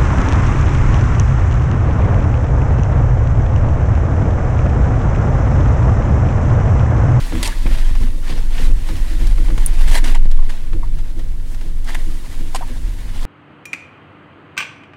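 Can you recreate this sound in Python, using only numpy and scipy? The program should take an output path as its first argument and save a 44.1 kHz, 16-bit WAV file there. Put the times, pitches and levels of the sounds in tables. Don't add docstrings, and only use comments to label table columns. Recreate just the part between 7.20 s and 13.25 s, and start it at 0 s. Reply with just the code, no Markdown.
import sys
import numpy as np
from scipy import signal
from scipy.fft import rfft, irfft, next_fast_len
from scipy.io import wavfile
from scipy.ndimage import uniform_filter1d, map_coordinates

SR = 44100
rng = np.random.default_rng(int(sys.argv[2]) if len(sys.argv) > 2 else 0)


def master(y):
    cut = np.clip(np.atleast_2d(y).T, -1, 1)
    pcm = np.round(cut * 32767)
    wavfile.write(sys.argv[1], SR, pcm.astype(np.int16))


N = 266893

# time of greatest speed in seconds, speeding up in seconds,
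# slowing down in seconds, rub level at greatest speed in dB, fibre hiss in dB relative to the rub.
STROKES = [(0.27, 0.09, 0.13, -32.5, -9), (0.57, 0.44, 0.13, -38.5, -7.5), (0.83, 0.11, 0.11, -39, -6.5),
           (1.10, 0.091, 0.14, -35, -15), (1.456, .15, 0.043, -34, -7), (1.68, 0.047, 0.21, -37.5, -6.5),
           (2.0, 0.25, 0.2, -40.5, -9), (2.40, 0.047, 0.067, -38, -7), (2.63, 0.061, 0.057, -36, -5.5),
           (2.75, 0.093, .055, -28, -4.5), (2.86, 0.027, 0.13, -31, -7.5), (3.31, .07, 0.13, -43.5, -10),
           (3.78, 0.071, 0.18, -55, -14), (4.0, 0.041, 0.04, -51, -8), (4.33, 0.09, 0.048, -50, 1.5),
           (4.43, 0.082, 0.17, -46.5, -7), (4.70, 0.057, 0.15, -37, -8), (5.13, 0.16, 0.17, -44, -7.5),
           (5.39, 0.05, 0.18, -42.5, -12), (6.04, 0.22, .1, -43, -6.5)]
# time in seconds, light rub in dB before trim,
# fibre hiss in dB before trim.
CONTACT = [(0.0, -35, -39.5), (0.37, -39.5, -45.5), (0.72, -39, -45.5), (0.86, -46.5, -52),
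           (1.09, -50, -45), (1.2, -43.5, -48), (2.36, -41.5, -45), (2.81, -36, -44), (2.93, -43, -56),
           (3.1, -46, -54), (4.06, -51.5, -54), (4.68, -51.5, -53), (4.87, -45.5, -46), (6.05, -44, -48.5)]
# frequency in Hz, relative density in dB per Hz.
RUB_SPECTRUM = [(200, 2.5), (400, -2.5), (650, 0), (1000, 1), (1300, -3.5), (1850, 0.5), (2400, -2.5),
                (3200, -3), (4500, -6.5), (6000, -13.5), (9000, -19), (16000, -42)]
# frequency in Hz, relative density in dB per Hz.
HISS_SPECTRUM = [(2500, -9), (6000, -1.5), (9300, -0.5), (12000, -5.5), (16000, -11.5)]
# time in seconds, nominal level in dB,
# upper modes in dB relative to the lower ones.
BUMPS = [(0.117, -20.5, -6.5), (0.149, -24, -3), (0.455, -27, -4.5), (0.804, -23, -15), (0.936, -32, -11),
         (1.097, -29.5, -0.5), (1.395, -26.5, -5.5), (1.48, -29.5, -4.5), (1.694, -27, -5),
         (1.91, -35.5, 3), (2.001, -29, -2.5), (2.187, -30.5, -1), (2.29, -26.5, -4), (2.825, -29, -4),
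         (3.532, -31, 2), (3.965, -38, 5), (4.433, -43, 5.5), (4.866, -37, 2.5), (5.2, -32, -5.5),
         (5.498, -30.5, -4.5)]
# frequency in Hz, width in Hz, gain in dB.
PANE_MODES = [(124, 30, -10.5), (171, 21, -6.5), (247, 11.4, 7.5), (277.5, 11, -8), (325, 5.9, 14.5),
              (358, 19, -23), (472, 12, -13)]
# frequency in Hz, spectrum shape in dB.
RADIATION = [(60, -42), (130, 3), (350, -8), (420, -6.5), (500, 0.5), (700, -14.5), (2500, -36)]
# start in seconds, length in seconds, level in dB,
# nasal rasp in dB relative to the scrape.
SCRAPES = [(0.2283, 0.0022, -15, -20), (0.245, 0.025, -26.5, -12), (0.274, 0.0012, -21.5, -26),
           (2.675, 0.0076, -31.5, 0), (2.743, 0.042, -27.5, 1.5), (2.84, 0.0037, -27.5, 2.5),
           (2.946, 0.0083, -36, 7.5), (3.292, 0.015, -38, 2.5), (4.686, 0.02, -40, 2.5),
           (4.746, 0.0065, -28.5, 4.5), (5.3468, 0.0037, -23.5, -8), (5.358, 0.004, -26.5, -10)]
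# frequency in Hz, relative density in dB per Hz.
FOLD_SPECTRUM = [(250, -4), (600, -0.5), (920, 4), (1300, -14), (2000, -0.5), (2700, 1), (4300, 0),
                 (6000, -5), (8500, -2), (12000, -11), (16000, -28)]
# frequency in Hz, width in Hz, gain in dB.
RASP_MODES = [(940, 230, -6), (1790, 270, -0.5), (2000, 150, 1.5), (2770, 260, -8)]
# time in seconds, level in dB before trim, treble in dB relative.
TICKS = [(0.121, -22, -30), (0.152, -25, -14), (0.32, -36, -17), (0.463, -18.5, -34), (0.51, -25.5, -19),
         (0.548, -30, -6), (0.584, -29, -20), (0.752, -26, -11), (1.381, -23, -13), (1.688, -25.5, -11),
         (2.069, -31.5, 3.5), (2.18, -27.5, -21), (2.283, -26, -21), (2.302, -27.5, -15),
         (2.378, -22.5, -8), (3.113, -32, -0.5), (3.53, -28.5, -17), (3.786, -34.5, -5.5),
         (3.993, -33.5, -6.5), (4.345, -34, -2.5), (4.41, -33, -8), (4.644, -42, 7.5)]
# frequency in Hz, relative density in dB per Hz.
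THREAD_SPECTRUM = [(200, -38), (550, 4), (1200, 0.5), (2200, -0.5), (4500, -1.5), (10000, -9.5),
                   (16000, -17)]
# start in seconds, level in dB, 60 dB decay in seconds.
SNAP = [(2.4612, -11.5, 0.014), (2.4636, -27.5, 0.067)]
# frequency in Hz, relative density in dB per Hz.
SNAP_SPECTRUM = [(3000, -40), (6000, -17.5), (8000, -14), (9000, 4), (10000, 3), (11200, -10), (13500, -12),
                 (16000, -24)]
# start in seconds, length in seconds, start pitch in Hz, end pitch in Hz,
# nominal level in dB.
SQUEAKS = [(0.214, 0.0056, 1150, 1130, -32), (0.259, .035, 976, 901, -28.5),
           (0.319, 0.011, 1780, 1680, -30), (2.954, 0.0041, 950, 927, -26.5),
           (3.189, 0.0095, 1110, 1010, -36.5), (3.22, 0.01, 1070, 980, -39),
           (3.629, 0.0074, 1050, 934, -29), (5.346, 0.0023, 620, 768, -16), (5.347, 0.0095, 900, 1043, -21),
           (5.408, 0.0071, 700, 753, -25), (5.423, 0.008, 1036, 932, -24.5)]
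# start in seconds, peak push in dB before the high-pass,
# rise to that peak in seconds.
THUDS = [(0.458, -9.5, 0.0014), (0.712, -11, 0.0026), (2.379, -10, 0.0025), (3.057, -16, 0.00069)]
# time in seconds, deep sway in dB, rumble in dB, both before random swells.
BASS_LEVELS = [(0.04, -16, -17.5), (0.14, -27.5, -18), (0.6, -6.5, -13.5), (1.03, -13.5, -25),
               (1.52, -7.5, -14.5), (1.72, -23.5, -17), (1.78, -14, -17.5), (2.18, -12, -11),
               (3.21, -3.5, -26.5), (3.38, -15, -36), (3.51, -12, -18), (4.27, -17, -26),
               (4.89, -11, -25.5), (5.12, -26.5, -29), (5.17, -13, -37), (5.65, -20, -17.5),
               (5.77, -33, -22.5), (6.0, -14.5, -28.5)]
# frequency in Hz, relative density in dB per Hz.
RUMBLE_SPECTRUM = [(20, -14), (27, 4.5), (38, 3.5), (46, -8), (56, -18), (80, -34), (200, -64),
                   (1000, -120)]
# frequency in Hz, relative density in dB per Hz.
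SHUDDER_SPECTRUM = [(40, -42), (56, -5), (66, -3.5), (86, 4), (110, -6), (160, -11.5), (220, -21),
                    (400, -29.5), (2000, -120)]
# frequency in Hz, relative density in dB per Hz.
AIR_SPECTRUM = [(150, 4.5), (500, 1), (1500, -7.5), (4000, -13), (9000, -16), (16000, -19)]
# frequency in Hz, relative density in dB per Hz.
SIDE_SPECTRUM = [(20, 20.5), (130, -3), (400, -21), (1500, -35), (9000, -29.5), (16000, -32)]

SPEED_LAW = 0.84
CONTACT_RUB_DB, CONTACT_HISS_DB = -1, -2.5
FLUTTER_DB, FLUTTER_PER_S = 1.78, 35
BUMP_HOLD_S, BUMP_T60_S = 0.037, 0.25
DRONE_DB, DRONE_UPPER_DB = -43.5, -5
MODERATE_RUB_DB, DRONE_GROWS = -41, 0.46
OVERTONE_DB = -16.5
SWAY_HZ = 18.5
SHUDDER_DB, USUAL_RUMBLE_DB = -34.5, -22.5
SHUDDER_GROWS = 0.29
SHUDDER_BUMP_DB, SHUDDER_T60_S = -2.5, 0.31
UNEVEN_DB, UNEVEN_PER_S = 2.0, 9
AIR_DB, SIDE_DB = -50.5, -45
BALANCE_DB = -0.15
TOP_HZ = 15900


def amp(db):
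    return np.exp(np.asarray(db) * np.log(10) / 20)


def unit(x):
    return x / np.sqrt(np.mean(x ** 2) + 1e-20)


def clock():
    return np.arange(N) / SR


def curves(rows):
    times, *columns = np.transpose(rows)
    return [np.interp(clock(), times, column) for column in columns]


def wobble(rate):
    knots = rng.standard_normal(int(N * rate / SR) + 4)
    return map_coordinates(knots, [clock() * rate])


def filtered(x, response):
    size = next_fast_len(N + SR // 2)
    hz = np.fft.rfftfreq(size, 1 / SR)
    return irfft(rfft(x, size) * response(hz), size)[..., :N]


def coloured(x, points):
    f, db = np.transpose(points)

    def response(hz):
        return amp(np.interp(np.log(hz + 1), np.log(f), db, left=-120))

    return unit(filtered(x, response))


def resonant(x, modes):
    def response(f):
        return sum(amp(db) * 1j * f * width / (centre * centre - f * f + 1j * f * width)
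                   for centre, width, db in modes)

    return filtered(x, response)


def noise():
    return rng.standard_normal(N)


def even(x, span):
    power = uniform_filter1d(np.abs(signal.hilbert(x)) ** 2, max(int(span * SR), 1)) / 2
    return x / np.sqrt(np.abs(power) + 1e-12)


def fibres(rate, share):
    slips = (rng.random(N) < rate / SR) * noise()
    share = np.clip(share, 0, 1)
    return np.sqrt(share) * unit(slips) + np.sqrt(1 - share) * noise()


def patchy(x, depth_db):
    spectrum = signal.stft(x, nperseg=512)[2]
    field = rng.standard_normal(spectrum.shape)
    field = uniform_filter1d(field, size=3, axis=0)
    field = uniform_filter1d(field, size=4, axis=1)
    patched = signal.istft(spectrum * amp(depth_db * unit(field)), nperseg=512)[1]
    return unit(patched[:N])


def burst(s, length, rise, t60):
    t = np.maximum(clock() - s, 0)
    attack = 1 - np.exp(-t / rise)
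    return attack * amp(-60 * np.clip((t - length) / t60, 0, 3))


def wiping_power():
    rub_db, hiss_db = curves(CONTACT)
    rub = amp(rub_db + CONTACT_RUB_DB) ** 2
    hiss = amp(hiss_db + CONTACT_HISS_DB) ** 2
    for s, rise, fall, db, fibre_db in STROKES:
        speed = np.interp(clock(), [s - rise, s, s + fall], [0, 1, 0])
        power = (amp(db) * speed ** SPEED_LAW) ** 2
        rub = rub + power
        hiss = hiss + power * amp(fibre_db) ** 2
    return rub, hiss


def cloth(rub_db, hiss_db):
    grip_db = FLUTTER_DB * wobble(FLUTTER_PER_S)
    slips = patchy(fibres(rate=700, share=.25), depth_db=2.2)
    rub = amp(rub_db + grip_db) * coloured(slips, RUB_SPECTRUM)
    hiss = amp(hiss_db + .5 * grip_db) * coloured(fibres(rate=4500, share=0.41), HISS_SPECTRUM)
    return rub + hiss


def pane_ring(modes):
    return even(coloured(resonant(noise(), modes), RADIATION), span=.09)


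def pane(rub_db):
    drone_db = DRONE_DB + DRONE_GROWS * (rub_db - MODERATE_RUB_DB)
    lower = amp(drone_db) ** 2
    upper = amp(drone_db + DRONE_UPPER_DB) ** 2
    for s, db, upper_db in BUMPS:
        swell = amp(db - 5) * burst(s - .003, BUMP_HOLD_S, rise=0.002, t60=BUMP_T60_S)
        lower = lower + swell ** 2
        upper = upper + swell ** 2 * amp(upper_db) ** 2
    return np.sqrt(lower) * pane_ring(PANE_MODES[:4]) + np.sqrt(upper) * pane_ring(PANE_MODES[4:])


def folds(rub_db):
    force, taut = np.zeros(N), np.zeros(N)
    for s, length, db, rasp_db in SCRAPES:
        drag = amp(db) * burst(s, length, rise=.0008, t60=.045)
        force += drag
        taut += amp(rasp_db) * drag
    scrape = coloured(patchy(fibres(rate=2000, share=0.54), depth_db=3.0), FOLD_SPECTRUM)
    nasal = resonant(fibres(rate=450, share=0.6), RASP_MODES)
    rasp = coloured(nasal, [(300, -13), (900, 9.5), (3000, 1), (8000, -28)])
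    taut += amp(rub_db - 13)
    return (force * scrape + taut * rasp) * amp(1.1 * wobble(160))


def threads():
    tick = coloured(noise(), THREAD_SPECTRUM)
    dull = filtered(tick, lambda hz: 1 / (1 + (hz / 3000) ** 4))
    treble = tick - dull
    ticks = np.zeros(N)
    for s, db, treble_db in TICKS:
        release = burst(s - .0005, .004, rise=.0004, t60=.05)
        ticks += amp(db - 3.5) * release * (dull + amp(treble_db) * treble)
    snap = sum(amp(db) * burst(s, 0.0012, rise=0.00024, t60=t60) for s, db, t60 in SNAP)
    return ticks + snap * coloured(noise(), SNAP_SPECTRUM)


def squeaks():
    out = np.zeros(N)
    rough = .7 + .45 * (wobble(700) + 1j * wobble(700))
    for s, length, start_hz, end_hz, db in SQUEAKS:
        hz = np.interp(clock(), [s, s + 0.7 * length], [start_hz, end_hz])
        cycle = np.exp(2j * np.pi * np.cumsum(hz) / SR)
        note = (rough * (cycle + amp(OVERTONE_DB) * cycle ** 2)).real
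        out += amp(db) * burst(s, length, rise=0.0006, t60=0.049) * note
    return out


def thuds():
    out = np.zeros(N)
    for s, db, rise in THUDS:
        u = np.maximum(clock() - s, 0) / rise
        out += amp(db) * u * np.exp(1 - u)
    return filtered(out, lambda hz: 1j * hz / (60 + 1j * hz))


def shudder(rumble_db):
    power = amp(SHUDDER_DB + SHUDDER_GROWS * (rumble_db - USUAL_RUMBLE_DB)) ** 2
    for s, db, _ in BUMPS:
        shake = amp(db + SHUDDER_BUMP_DB) * burst(s, BUMP_HOLD_S, rise=0.0045, t60=SHUDDER_T60_S)
        power = power + shake ** 2
    return np.sqrt(power) * even(coloured(noise(), SHUDDER_SPECTRUM), span=0.16)


def rumble():
    sway_db, rumble_db = curves(BASS_LEVELS)
    phase = 2 * np.pi * np.cumsum(SWAY_HZ * (1 + 0.0715 * wobble(1.8))) / SR
    sway = amp(sway_db) * np.sqrt(2) * np.sin(phase)
    low = amp(rumble_db) * even(coloured(noise(), RUMBLE_SPECTRUM), span=0.052)
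    swell_db = UNEVEN_DB * wobble(UNEVEN_PER_S)
    return amp(.5 * swell_db) * sway + amp(swell_db) * (low + shudder(rumble_db))


def room_air():
    return amp(AIR_DB) * coloured(noise(), AIR_SPECTRUM)


def scene():
    rub_db, hiss_db = 10 * np.log10(wiping_power())
    wiping = cloth(rub_db, hiss_db) + pane(rub_db) + folds(rub_db) + threads() + squeaks() + thuds()
    mid = wiping + rumble() + room_air()
    side = amp(SIDE_DB) * coloured(noise(), SIDE_SPECTRUM)
    left = (mid + side) * amp(BALANCE_DB / 2)
    right = (mid - side) * amp(-BALANCE_DB / 2)
    return np.array([left, right])


def record(dry):
    held = dry / (1 + np.abs(dry) ** 12) ** (1 / 12)
    return filtered(held, lambda hz: hz < TOP_HZ)


dry = scene()
out = record(dry)
master(out)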